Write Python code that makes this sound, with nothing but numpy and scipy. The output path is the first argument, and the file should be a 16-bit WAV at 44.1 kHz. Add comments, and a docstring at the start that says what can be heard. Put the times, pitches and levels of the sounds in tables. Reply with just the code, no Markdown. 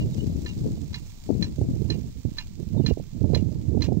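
"""A rain gun sprinkler runs in a field, to the right. From the start the jet hisses, drops patter on the
soil and gusts buffet both microphone ports; a far bird calls at 0.1 s. About every 0.48 s the arm swings
into the jet, knocks on the metal head and throws off a short splash. Gusts slap the left port at 1.3 s,
then move to the right one. At 2.8 s the bird calls again; the hiss eases and the gusts go on."""
import sys
import numpy as np
from scipy import signal
from scipy.fft import rfft, irfft
from scipy.io import wavfile
from scipy.ndimage import uniform_filter1d

SR = 44100
rng = np.random.default_rng(int(sys.argv[2]) if len(sys.argv) > 2 else 0)


def log_audio(samples):
    """Write samples as a 16-bit WAV file to the path given in sys.argv[1]."""
    # one column per channel
    frames = np.atleast_2d(samples).T
    # limit to full scale, then quantise
    limited = np.clip(frames, -1, 1)
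    pcm = np.round(limited * 32767).astype(np.int16)
    wavfile.write(sys.argv[1], SR, pcm)


N = 176400
T = np.arange(N) / SR

# arm blows: start_s, knock_db, ping_db, splash_db, after_ring_db
ARM_BLOWS = [(-.016, -2, -12, -6, -42), (.4604, -3, -14, 1, -42), (.9418, -2, -5, 0, -54),
             (1.424, 2, 2.5, 0, -53), (1.901, -1, -1, -3, -49), (2.383, 1, -.5, .5, -48),
             (2.862, 0, 0, 2.5, -43), (3.3464, 0, 1.5, 3, -51), (3.820, 0, -1.5, 2, -50)]
# modes of arm and head: pitch_hz, struck_db, splashed_db, t60_s
HEAD_MODES = [(1000, -31, -2, .08), (1760, -13, -4, .04), (1900, -21, -6, .03), (2110, -14, -3, .035),
              (2447, -23, -2, .11), (2820, -28, -3, .1), (3108, -20, -5, .06), (3410, -19, -4, .05),
              (3670, -18, -4, .04), (3960, -12, 7, .04), (4100, 5, 11, .032), (4740, -13, 6, .035),
              (5095, -13, 2, .04), (5467, -31, -1, .11), (6068, -13, 4, .04)]
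# low modes follow the knock, high modes the ping: pitch_hz, ping_share
MODE_PING_SHARE = [(3100, 0), (4100, 1)]
# contact noise: freq_hz, density_db
CRACK_SPECTRUM = [(500, -39), (1000, 15), (1400, 11), (1900, 9.5), (3000, 12), (4500, 4), (6300, 5),
                  (9000, -26), (16000, -22)]
# water off the arm: freq_hz, density_db
SPLASH_SPECTRUM = [(500, -26), (950, 7.5), (1400, -6.5), (1900, 2), (2700, 5.5), (3500, 2.5), (4500, 4),
                   (6000, -1), (7500, -3.5), (10000, -36), (16000, -4)]
# dulling at the left port: freq_hz, gain_db
LEFT_SHADOW = [(900, -5), (2000, -3), (3000, -5), (4100, -9.5), (7000, -15), (15000, -20)]
# delay at the left port: time_s, lag_s
LEFT_LAG = [(0, .00014), (4, .00002)]
# jet hiss envelope: time_s, level_db
SPRAY_ENVELOPE = [(0, -53.5), (.2, -50.5), (1.0, -54), (1.13, -51.5), (1.3, -53), (1.8, -54), (2.4, -55.5),
                  (3.1, -56), (4, -57.5)]
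# jet hiss: freq_hz, density_db
SPRAY_SPECTRUM = [(300, -6.5), (900, -1.5), (1500, -8), (2300, -1), (3100, -2), (4000, 2), (5800, 1.5),
                  (7200, 2), (8300, -5.5), (10800, -15), (13000, -12), (14500, -5), (15500, -4)]
# dulling of the jet at the left port: freq_hz, gain_db
SPRAY_SHADOW = [(400, -5), (1500, -4.5), (3000, -8), (6000, -16.5), (10000, -14), (15000, -20)]
# big drops close by: start_s, level_db, left_gain_db
BIG_DROPS = [(0.146, -38, -20), (.42, -40, -16), (.817, -38, -11), (1.062, -46, -8), (2.481, -43, -14),
             (3.134, -50, -12), (3.23, -47, -16), (3.93, -46, -9)]
# tick of a big drop: freq_hz, density_db
BIG_DROP_SPECTRUM = [(1000, -25), (3500, 2), (6500, 6), (9000, -10), (15000, -27)]
# wind pressure, left port: time_s, level_db
LEFT_PRESSURE = [(0.0, -23.5), (0.12, -34.5), (0.23, -23.5), (0.56, -33.5), (0.67, -22.5), (0.87, -47),
                 (0.92, -30), (1.0, -49), (1.24, -42.5), (1.3, -20.5), (1.43, -24.5), (1.57, -40.5),
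                 (1.68, -28), (1.76, -34), (1.86, -68), (1.93, -38.5), (2.02, -54), (2.1, -36), (2.17, -51),
                 (2.32, -63), (2.41, -50), (2.59, -56), (2.66, -46.5), (2.9, -41.5), (2.93, -55),
                 (3.33, -49.5), (3.5, -53), (3.58, -34.5), (3.8, -52), (4.0, -55)]
# wind pressure, right port: time_s, level_db
RIGHT_PRESSURE = [(0.0, -32), (0.06, -22), (0.19, -34.5), (0.33, -29.5), (0.4, -34), (0.56, -35),
                  (0.66, -26.5), (0.83, -30), (0.88, -37), (1.06, -38), (1.19, -57.5), (1.36, -37),
                  (1.41, -50), (1.47, -30.5), (1.56, -36.5), (1.6, -26.5), (1.99, -25), (2.14, -45.5),
                  (2.18, -31), (2.235, -44), (2.26, -27.5), (2.37, -40), (2.53, -38.5), (2.62, -28.5),
                  (2.69, -34.5), (2.77, -20.5), (2.92, -23), (2.945, -42), (3.0, -31.5), (3.1, -42),
                  (3.22, -19), (3.4, -22.5), (3.52, -26.5), (3.66, -29), (3.72, -20), (3.97, -24),
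                  (4.0, -26)]
# rumble at reference pressure: freq_hz, density_db, db_per_turbulence_db
WIND_SPECTRUM = [(22, -9.5, -1.5), (39, -17.5, 0), (68.9, 2.5, 0), (103, 1.5, 0), (172.5, -2, 0.07),
                 (293, -9, 0.394), (447, -22, 0.47), (726, -36, .5), (1140, -73, .5), (1930, -95, -1.5)]
# pressure jolts: start_s, port, level_db, upper_edge_hz
WIND_SLAPS = [(.18, "left", -21, 280), (.27, "left", -18, 190), (1.29, "left", -20, 520),
              (1.302, "left", -18, 380), (1.312, "left", -17, 210), (1.333, "left", -17, 150),
              (1.613, "left", -22, 450), (1.685, "left", -20, 220), (1.707, "left", -21, 210),
              (1.583, "right", -16, 170), (1.623, "right", -18, 150), (1.732, "right", -17, 150),
              (1.897, "right", -19, 200), (2.25, "right", -15, 170), (2.766, "right", -15, 220),
              (2.798, "right", -17, 270), (2.909, "right", -18, 350), (2.918, "right", -13, 120),
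              (2.972, "right", -26, 480), (2.997, "right", -24, 280), (3.3, "right", -15, 200),
              (3.333, "right", -17, 400), (3.362, "right", -17, 280), (3.422, "right", -16, 210),
              (3.772, "right", -16, 340), (3.886, "right", -16, 380), (3.92, "right", -16, 330),
              (3.968, "right", -14, 230)]
# two notes per call: start_s, length_s, start_hz, end_hz, level_db
BIRD_NOTES = [(.108, .042, 4150, 3450, -51), (.168, .085, 2850, 2950, -53), (2.768, .042, 3900, 3520, -54),
              (2.812, .045, 3000, 2830, -60)]


def from_db(db):
    """Decibels to gain."""
    return 10 ** (np.asarray(db) / 20)


def unit_rms(x):
    """Scale to rms 1."""
    return x / np.sqrt(np.mean(x ** 2) + 1e-20)


def in_time(rows):
    """Table to a piecewise linear curve over T."""
    return np.interp(T, *np.transpose(rows))


def at_hz(rows, hz, column=1):
    """Table lookup on a log-frequency axis."""
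    rows = np.array(rows)
    return np.interp(np.log(np.maximum(hz, 1)), np.log(rows[:, 0]), rows[:, column])


def colour(x, spectrum, size=2048):
    """Minimum-phase filter with the given spectrum."""
    gain = from_db(at_hz(spectrum, np.arange(size // 2 + 1) * SR / size))
    cepstrum = irfft(np.log(gain))
    cepstrum[1:size // 2] *= 2
    cepstrum[size // 2 + 1:] = 0
    return signal.fftconvolve(x, irfft(np.exp(rfft(cepstrum))))[:N]


def hiss(spectrum):
    """Coloured noise, rms 1."""
    return unit_rms(colour(rng.standard_normal(N), spectrum))


def drift(corner_hz, hop=40, settle=2000):
    """Low-passed random curve, rms 1."""
    pole = np.exp(-2 * np.pi * corner_hz * hop / SR)
    white = rng.standard_normal(N // hop + settle + 2)
    slow = signal.lfilter([1], [1, -2 * pole, pole * pole], white)[settle:]
    return np.interp(np.arange(N) / hop, np.arange(len(slow)), unit_rms(slow))


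def decay(age_s, t60_s):
    """Exponential fall; zero before onset."""
    return (age_s >= 0) * np.exp(-np.log(1000) * np.clip(age_s / t60_s, 0, 10))


def ring(x, hz, t60_s):
    """Resonator: a unit click gives a decaying unit sine."""
    radius, angle = np.exp(-np.log(1000) / (t60_s * SR)), 2 * np.pi * hz / SR
    return signal.lfilter([0, np.sin(angle)], [1, -2 * radius * np.cos(angle), radius ** 2], x + 1e-18)


def left_delay(x):
    """Later arrival at the left port; the lag shrinks as the microphone turns."""
    return np.interp(T - in_time(LEFT_LAG), T, x)


def from_the_right(x):
    """Stereo pair, left duller and later."""
    return np.array([left_delay(colour(x, LEFT_SHADOW)), x])


def sprinkler(splash_db=-46, rattle_db=-83, scatter_db=-3):
    """The arm strikes the head; the splash hisses and keeps the metal ringing."""
    flow = splash_flow()
    water = from_db(rattle_db) * flow * rng.standard_normal(N)
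    rattle = sum(from_db(db) * ring(water, hz, t60_s) for hz, _, db, t60_s in HEAD_MODES)
    metal, contact = arm_knocks()
    ringing = metal + rattle + after_ring()
    crack = contact * hiss(CRACK_SPECTRUM)
    splash = from_db(splash_db) * flow
    out = from_the_right(ringing + crack + splash * hiss(SPLASH_SPECTRUM))
    out[0] += from_db(scatter_db) * splash * colour(hiss(SPLASH_SPECTRUM), LEFT_SHADOW)
    return out


def arm_knocks(metal_db=-16, crack_db=-19, crack_t60_s=.0096, rise_s=.0033,
               rebound_s=(.008, .02), rebound_db=-17, spread_db=2.2, detune=.002):
    """Each blow and its rebound land a little differently. Returns head ring, contact envelope."""
    blows = [row[:3] for row in ARM_BLOWS]
    rebounds = [(start_s + rng.uniform(*rebound_s), knock_db + rebound_db, ping_db + rebound_db)
                for start_s, knock_db, ping_db in blows]
    metal, contact = np.zeros((2, N))
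    for start_s, knock_db, ping_db in blows + rebounds:
        span = (T >= start_s) & (T < start_s + .5)
        age_s = T[span] - start_s
        rise = 1 - np.exp(-age_s / rise_s)
        contact[span] += from_db(knock_db) * rise * decay(age_s, crack_t60_s)
        for k, (hz, struck_db, _, t60_s) in enumerate(HEAD_MODES):
            drive_db = knock_db + (ping_db - knock_db) * at_hz(MODE_PING_SHARE, hz)
            gain = (-1) ** k * from_db(drive_db + struck_db + spread_db * rng.standard_normal())
            pitch_hz = hz * (1 + detune * rng.standard_normal())
            metal[span] += gain * rise * decay(age_s, t60_s) * np.sin(2 * np.pi * pitch_hz * age_s)
    return from_db(metal_db) * metal, from_db(crack_db) * contact


def splash_flow(entry_s=.013, entry_db=-6, hold_s=.03, t60_s=.11, rough_db=3.5):
    """Water off the arm: a little on entering the jet, a burst at the blow, a quick fall."""
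    flow = 0
    for start_s, _, _, splash_db, _ in ARM_BLOWS:
        age_s = T - start_s
        entry = from_db(entry_db) * (age_s > -entry_s) * (age_s < 0)
        burst = (age_s >= 0) * (age_s < hold_s)
        flow += from_db(splash_db) * (entry + burst + decay(age_s - hold_s, t60_s))
    return flow * from_db(rough_db * drift(81))


def after_ring(pitch_hz=2820, length_s=.065, waver_db=1.0, waver_hz=18):
    """One mode swells and dies after each blow, while the arm is in the jet."""
    swell = sum(from_db(db) * np.sin(np.pi * np.clip((T - start_s) / length_s, 0, 1))
                for start_s, *_, db in ARM_BLOWS)
    swell *= from_db(waver_db * drift(60))
    hz = pitch_hz + waver_hz * drift(58.4)
    return swell * np.sin(2 * np.pi * np.cumsum(hz) / SR)


def spray(drops_per_s=370, spread_db=2, drop_t60_s=.007, patter_db=-2.5, flutter_db=-.43, coherence=.5):
    """The jet hisses; single drops tick on the soil."""
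    sizes = from_db(spread_db * np.minimum(rng.exponential(1, N), 5))
    impacts = sizes * (rng.random(N) < drops_per_s / SR)
    pole = np.exp(-np.log(1000) / (drop_t60_s * SR))
    patter = from_db(patter_db) * unit_rms(signal.lfilter([1], [1, -pole], impacts + 1e-18))
    level = from_db(in_time(SPRAY_ENVELOPE) + flutter_db * drift(8)) * np.hypot(1, patter)
    right = hiss(SPRAY_SPECTRUM)
    left = coherence * left_delay(right) + np.sqrt(1 - coherence ** 2) * hiss(SPRAY_SPECTRUM)
    return level * np.array([colour(left, SPRAY_SHADOW), right])


def big_drops(t60_s=.008):
    """Big drops land close by: dry ticks on the soil."""
    envelope = sum(from_db([[db + left_gain_db], [db]]) * decay(T - start_s, t60_s)
                   for start_s, db, left_gain_db in BIG_DROPS)
    return envelope * hiss(BIG_DROP_SPECTRUM)


def wind(pressure, reference_db, gain_db=1.5, buffet_db=2.5, eddy_db=9, patchy_db=2.5, evenness=.16):
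    """Lumpy rumble on one port; pressure and eddies brighten it."""
    pressure_db = in_time(pressure) + buffet_db * drift(52.4)
    turbulence_db = pressure_db - reference_db + eddy_db * eddies()
    edges_hz = 20 * 2 ** np.arange(0, 7, .5)
    white = rng.standard_normal((2, N + SR // 4))
    calm, rumble = np.zeros((2, N))
    for k, (low_hz, high_hz) in enumerate(zip(edges_hz, edges_hz[1:])):
        centre_hz = np.sqrt(low_hz * high_hz)
        bandpass = signal.butter(3, [low_hz, high_hz], "band", fs=SR, output="sos")
        band = signal.sosfilt(bandpass, white[k % 2])[-N:]
        band *= from_db(at_hz(WIND_SPECTRUM, centre_hz) + patchy_db * drift(19.6))
        calm += band
        rumble += band * from_db(turbulence_db * at_hz(WIND_SPECTRUM, centre_hz, column=2))
    swell = np.sqrt(uniform_filter1d(unit_rms(calm) ** 2, size=2000) + 1e-9)
    return from_db(gain_db + pressure_db) * rumble / calm.std() / swell ** evenness


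def eddies(puffs_per_s=38, sigma_s=.003):
    """Puffs strike the port, uneven in strength and spacing; mean 0."""
    gaps, sizes = rng.uniform([.3, .2], [1.7, 1.5], (400, 2)).T
    onsets = (np.cumsum(gaps) / puffs_per_s * SR).astype(int)
    impulses = np.bincount(onsets[onsets < N], sizes[onsets < N], N)
    puffs = signal.fftconvolve(impulses, signal.windows.gaussian(1001, sigma_s * SR), "same")
    return puffs - puffs.mean()


def wind_slaps(gain_db=3, energy_s=.005, port_low_hz=75, port_high_hz=780,
               flutter_gain=.11, flutter_t60_s=.035):
    """A pressure jolt thumps one port; the air flutters on briefly."""
    out, age_s = np.zeros((2, N + SR)), T[:SR // 10]
    for start_s, port, db, edge_hz in WIND_SLAPS:
        jolt = rng.choice([-1, 1]) * (age_s == 0)
        slap = jolt + flutter_gain * decay(age_s, flutter_t60_s) * rng.standard_normal(len(age_s))
        for order, hz, kind in ((3, edge_hz, "low"), (7, port_high_hz, "low"), (3, port_low_hz, "high")):
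            slap = signal.sosfilt(signal.butter(order, hz, kind, fs=SR, output="sos"), slap)
        slap *= np.sqrt(energy_s * SR / np.sum(slap ** 2))   # energy of rms 1 held for energy_s
        onset = int(start_s * SR)
        out[int(port == "right"), onset:onset + len(slap)] += from_db(gain_db + db) * slap
    return out[:, :N]


def bird(waver_db=4, waver_hz=70):
    """Far whistles; each note glides unsteadily, swells and fades."""
    out = 0
    for start_s, length_s, start_hz, end_hz, db in BIRD_NOTES:
        progress = np.clip((T - start_s) / length_s, 0, 1)
        hz = start_hz + (end_hz - start_hz) * progress + waver_hz * drift(145)
        envelope = np.sqrt(np.abs(np.sin(np.pi * progress))) * from_db(db + waver_db * drift(66))
        out += envelope * np.sin(2 * np.pi * np.cumsum(hz) / SR)
    return from_the_right(out)


def scene():
    """Stereo sum: sprinkler, water and bird in the field, wind at the ports."""
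    field = sprinkler() + spray() + big_drops() + bird()
    slaps = wind_slaps()
    rumble = [wind(LEFT_PRESSURE, reference_db=-28.5), wind(RIGHT_PRESSURE, reference_db=-25.5)]
    return field + slaps + np.array(rumble)


def record(dry, cutoff_hz=15700):
    """Soft clip of the strongest gusts, then a steep low-pass."""
    lowpass = signal.ellip(12, .1, 80, cutoff_hz, fs=SR, output="sos")
    return signal.sosfilt(lowpass, np.tanh(dry))


dry = scene()
out = record(dry)
log_audio(out)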